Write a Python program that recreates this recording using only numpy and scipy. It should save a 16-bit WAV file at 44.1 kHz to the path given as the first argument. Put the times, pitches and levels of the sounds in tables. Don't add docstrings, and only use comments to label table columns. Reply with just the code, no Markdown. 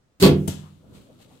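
import sys
import numpy as np
from scipy import signal
from scipy.fft import rfft, irfft, next_fast_len
from scipy.io import wavfile
from scipy.ndimage import uniform_filter1d, minimum_filter1d, map_coordinates

SR = 44100
rng = np.random.default_rng(int(sys.argv[2]) if len(sys.argv) > 2 else 0)


def output_pcm(signal):
    pcm = np.clip(np.atleast_2d(signal).T, -1, 1) * 32767
    wavfile.write(sys.argv[1], SR, np.round(pcm).astype(np.int16))


N = 61739
LOOSE_S, STOP_S, HIT_S = .1995, .2238, .4765


def amp(db):
    return 10 ** (np.asarray(db) / 20)


def unit(x):
    return x / np.sqrt(np.mean(x ** 2) + 1e-20)


def along(points, hz):
    freqs, values = np.transpose(points)
    return np.interp(np.log(hz + 1), np.log(freqs + 1), values)


def since(s):
    return np.maximum(np.arange(N) / SR - s, 0)


def rise(s, attack):
    return np.sin(np.pi / 2 * np.minimum(since(s) / attack, 1)) ** 2


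def fall(s, t60):
    return np.exp(-np.log(1000) * since(s) / t60)


def pan(db):
    return amp(np.array([[db], [-db]]) / 2)


def filtered(x, response):
    size = next_fast_len(N + SR // 2)
    return irfft(rfft(x, size) * response(np.fft.rfftfreq(size, 1 / SR)), size)[..., :N]


# f/Hz, left-right correlation
CORRELATION = [(30, 0.37), (100, 0.77), (180, 0.81), (400, 0.44), (800, 0.15), (2000, 0), (16000, 0.057)]
def noise(eq):
    def mid_side(hz):
        angle = np.arccos(np.clip(along(CORRELATION, hz), -1, 1)) / 2
        return amp(along(eq, hz)) * [np.cos(angle), np.sin(angle)]
    mid, side = filtered(rng.standard_normal((2, N)), mid_side)
    return unit(np.array([mid + side, mid - side]))


def tail(s, eq, t60s, ripple_db=3):
    hz, t, bands = signal.stft(noise(eq), SR, nperseg=512)
    fade = np.exp(-np.log(1000) * np.maximum(t - s, 0) / along(t60s, hz)[:, None])
    ripple = amp(ripple_db * rng.standard_normal(len(hz)) * np.minimum(hz / 1500, 1))
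    return signal.istft(bands * fade * ripple[:, None], SR, nperseg=512)[1][:, :N]


def wobble(depth=.22, rate_hz=30):
    return depth * map_coordinates(rng.standard_normal(200), [since(0) * rate_hz], mode="wrap")


def tone(s, hz, skew):
    phase = 2 * np.pi * hz * since(s) + np.array([[skew], [-skew]])
    return np.exp(wobble()) * np.sin(phase + wobble())


def ring(s, modes, attack, skew_per_hz=.0003):
    sound = 0
    for hz, db, t60, side in modes:
        skew = rng.standard_normal() * skew_per_hz * hz
        sound += amp(db) * pan(side) * tone(s, hz, skew) * fall(s + attack, t60)
    return rise(s, attack) * sound


# f/Hz, level/dB
AIR_EQ = [(25, -10), (60, -6.5), (140, -4), (300, -12), (560, -16), (1200, -22), (2500, -28.5),
          (8000, -33.5), (12000, -45.5), (16000, -51)]
def air():
    return amp(-66) * noise(AIR_EQ)


# f/Hz, level/dB
SCRAPE_EQ = [(60, -20), (130, 5), (200, 6), (380, -1), (650, -12), (1400, -14), (3000, -13), (4400, -8),
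             (6000, -15), (7700, -8), (9600, -16), (13000, -15), (16000, -20)]
def scrape(start_db=-32.5, swell_db_per_s=410):
    push = amp(start_db + swell_db_per_s * np.minimum(since(LOOSE_S), STOP_S - LOOSE_S))
    return push * rise(LOOSE_S, .00056) * fall(STOP_S, .03) * noise(SCRAPE_EQ)


# t/s, level/dB
CLACK_HITS = [(.2103, -30), (.2247, -11), (.2352, -12), (.2446, -15), (.2523, -18), (0.2646, -20),
              (0.275, -25.5)]
# f/Hz, level/dB
CLACK_EQ = [(300, -14), (1200, -2.5), (2000, -5.5), (3400, -9.5), (4200, 10), (5200, -9.5), (8000, -9),
            (10000, -16), (12500, -10), (16000, -16)]
# f/Hz, relative level/dB, t60/s, pan/dB
FITTING_MODES = [(992, -8, .2, -0.5), (1131, -4, .21, -2.5), (2523, -5, .22, 0), (3094, -14.5, 0.16, 3.5),
                 (3495, -13, 0.19, -6.5), (4157, -2, .18, -4), (4330, -7, .16, -3)]
def rattle(hold_s=.0013, t60=.0088):
    hits = sum(amp(db) * rise(s, .00086) * fall(s + hold_s, t60) for s, db in CLACK_HITS)
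    return hits * noise(CLACK_EQ) + amp(-19) * ring(STOP_S, FITTING_MODES, attack=.014)


# multiple of the pitch, level/dB, pan/dB
STRING_PARTIALS = [(.45, -22.5, 1.5), (.97, -7.5, -1.5), (2.02, -8, -2), (2.98, -33.5, 0.5),
                   (4.05, -36, -0.5)]
def twang(s=.216, pitch_hz=192.9, hold_s=.05, left_lead_s=.00022):
    string = sum(amp(db) * pan(side) * tone(s, k * pitch_hz, np.pi * k * pitch_hz * left_lead_s)
                 for k, db, side in STRING_PARTIALS)
    return string * rise(s, .016) * fall(s + hold_s, t60=.16)


# f/Hz, level/dB
SNAP_EQ = [(1500, -23.5), (4000, -8), (9000, -4.5), (12500, 1.5), (16000, -7.5)]
def snap():
    return amp(-26) * pan(7.5) * rise(STOP_S, .001) * fall(STOP_S, t60=.09) * noise(SNAP_EQ)


# f/Hz, level/dB
WASH_EQ = [(30, -15), (45, -12.5), (70, 0.5), (150, 9.5), (400, 9), (700, 1), (1200, -4.5), (1900, -7.5),
           (3000, -5), (4300, -4), (5300, -12), (9000, -13), (9600, -22), (12500, -13.5), (16000, -23.5)]
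# f/Hz, t60/s
WASH_DECAY = [(40, 0.19), (100, 0.53), (300, 0.59), (800, 0.33), (2500, 0.27), (4300, 0.22), (6000, .19),
              (14000, 0.15)]
def wash(hold_s=.033):
    return amp(-15.5) * rise(STOP_S, .008) * tail(STOP_S + hold_s, WASH_EQ, WASH_DECAY)


# f/Hz, level/dB
FLIGHT_EQ = [(500, -9), (2500, 1), (4500, -5), (8000, -1), (11000, -4), (15000, -6.5)]
def flight():
    return amp(-56.5) * rise(STOP_S, .05) * fall(HIT_S, t60=.05) * noise(FLIGHT_EQ)


# f/Hz, level/dB, t60/s, pan/dB
HIDE_MODES = [(89.8, -23, 0.89, -1.5), (122.9, -27.5, 0.75, -1), (150.3, -14, .76, -2.5),
              (194.3, -15.5, 0.72, -3.5), (226, -19, 0.41, -1.5), (266.9, -13, 0.42, -1),
              (299.2, -19.5, .4, 0.5), (346.3, -15.5, 0.48, 0.5), (384.2, -17, .34, -7.5),
              (415.3, -15, 0.31, -0.5), (490, -21, .3, 1), (519.4, -22, .28, -9), (663, -31.5, .36, -5),
              (699, -32.5, 0.33, -1), (839, -30, 0.26, -1.5)]
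def boom():
    return ring(.232, HIDE_MODES, attack=.037)


# t/s, level/dB, f/Hz
BUMP_HITS = [(.305, -20, 85), (.91, -50, 95)]
def bumps(attack=.02, t60=.15):
    return sum(amp(db) * rise(s, attack) * fall(s + attack, t60) * tone(s, hz, skew=0)
               for s, db, hz in BUMP_HITS)


# f/Hz, level/dB
SMACK_EQ = [(300, -9), (800, -4.5), (1200, -15.5), (2400, -14.5), (3600, -12.5), (5000, -22), (7000, -12.5),
            (8800, -1.5), (10000, -9.5), (13000, -11.5), (16000, -17.5)]
# f/Hz, level/dB, t60/s, pan/dB
THUD_MODES = [(97, -25, .2, 1.5), (155, -22, .14, -7), (252, -23, 0.083, 8), (313, -24.5, 0.1, 0.5),
              (440, -31.5, 0.053, 13), (660, -38, .08, 12.5), (881, -40, .06, 13)]
def impact(hold_s=.0065):
    tick = amp(-29) * rise(HIT_S, .0004) * fall(HIT_S, t60=.012)
    smack = amp(-33.5) * rise(HIT_S, .0012) * fall(HIT_S + hold_s, t60=.031)
    return pan(8) * (tick + smack) * noise(SMACK_EQ) + ring(HIT_S, THUD_MODES, attack=.0056)


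# f/Hz, level/dB
BUSH_EQ = [(60, -3), (150, 11.5), (300, 4), (600, -0.5), (900, -5), (1300, -9.5), (2000, -10), (3200, -2),
           (5000, -7.5), (8200, -2.5), (10000, -11), (13000, -6), (16000, -22.5)]
# f/Hz, t60/s
BUSH_DECAY = [(200, 0.72), (500, 0.52), (3000, 0.41), (8000, 0.31), (14000, 0.21)]
def bush_echo():
    return amp(-33) * rise(HIT_S, .005) * tail(HIT_S, BUSH_EQ, BUSH_DECAY)


# f/Hz, level/dB
LEAF_EQ = [(700, -14), (1200, -2.5), (1600, -7), (2200, -4.5), (3000, -0.5), (4200, -1.5), (5200, -9.5),
           (8300, -6), (10000, -12.5), (13000, -12.5), (16000, -20.5)]
def tree_echo():
    return amp(-52) * rise(HIT_S, .067) * fall(HIT_S, t60=1.0) * noise(LEAF_EQ)


# t/s, level/dB
GALLOP_LEVELS = [(.7, -64.5), (.84, -55.5), (.89, -51), (.93, -48.5), (0.999, -48), (1.049, -54),
                 (1.131, -53), (1.22, -56.5), (1.3, -56), (1.36, -53), (1.4, -59)]
# f/Hz, level/dB
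GROUND_EQ = [(25, -16), (60, -3.5), (110, 0.5), (170, -1), (260, -1), (380, -10), (520, -9.5), (780, -24),
             (1400, -22), (2000, -44)]
def rumble():
    level_db = np.interp(since(0), *np.transpose(GALLOP_LEVELS))
    return amp(level_db) * rise(HIT_S, .2) * noise(GROUND_EQ)


# t/s, level/dB, centre f/Hz
KNOCK_HITS = [(0.614, -58, 970), (0.644, -58.5, 1220), (.815, -61, 620), (0.936, -63, 795),
              (1.045, -61, 553), (1.08, -55.5, 546), (1.185, -59, 580), (1.235, -59.5, 520),
              (1.29, -61, 826), (1.335, -68, 710)]
def knocks(attack=.025, t60=.23, octaves=.42):
    width = 2 ** octaves
    sound = 0
    for s, db, hz in KNOCK_HITS:
        eq = [(hz / width ** 3, -40), (hz / width, -6), (hz, 0), (hz * width, -9), (hz * width ** 5, -55)]
        sound += amp(db) * rise(s, attack) * fall(s + attack, t60) * noise(eq)
    return sound


# t/s, level/dB, attack/s, t60/s
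SCUFF_HITS = [(.917, -56, .045, .42), (1.175, -56.5, .052, .19), (1.27, -65, .07, 0.53)]
def scuffs(grit_db=1.5):
    flicker = unit(uniform_filter1d(rng.standard_normal(N), size=90))
    grit = unit(amp(grit_db * flicker))
    swells = sum(amp(db) * rise(s, attack) * fall(s + attack, t60) for s, db, attack, t60 in SCUFF_HITS)
    rustle = amp(-67) * rise(.78, .2)
    return np.hypot(swells, rustle) * grit * noise(LEAF_EQ)


def scene():
    arrow = pan(-1) * (scrape() + flight())
    shot = twang() + boom() + pan(-.41) * (snap() + rattle() + wash())
    hit = impact() + pan(6) * (bush_echo() + tree_echo())
    herd = rumble() + pan(4) * (knocks() + scuffs())
    return air() + arrow + shot + bumps() + hit + herd


def record(dry, top_hz=15850, ceiling=.95, look_ahead_s=.001):
    size = int(look_ahead_s * SR) + 1
    sound = filtered(dry, lambda hz: hz < top_hz)
    safe_gain = np.minimum(1, ceiling / (np.abs(sound).max(axis=0) + 1e-9))
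    gain = uniform_filter1d(minimum_filter1d(safe_gain, 2 * size), size)
    return filtered(sound * gain, lambda hz: hz < top_hz)


dry = scene()
out = record(dry)
output_pcm(out)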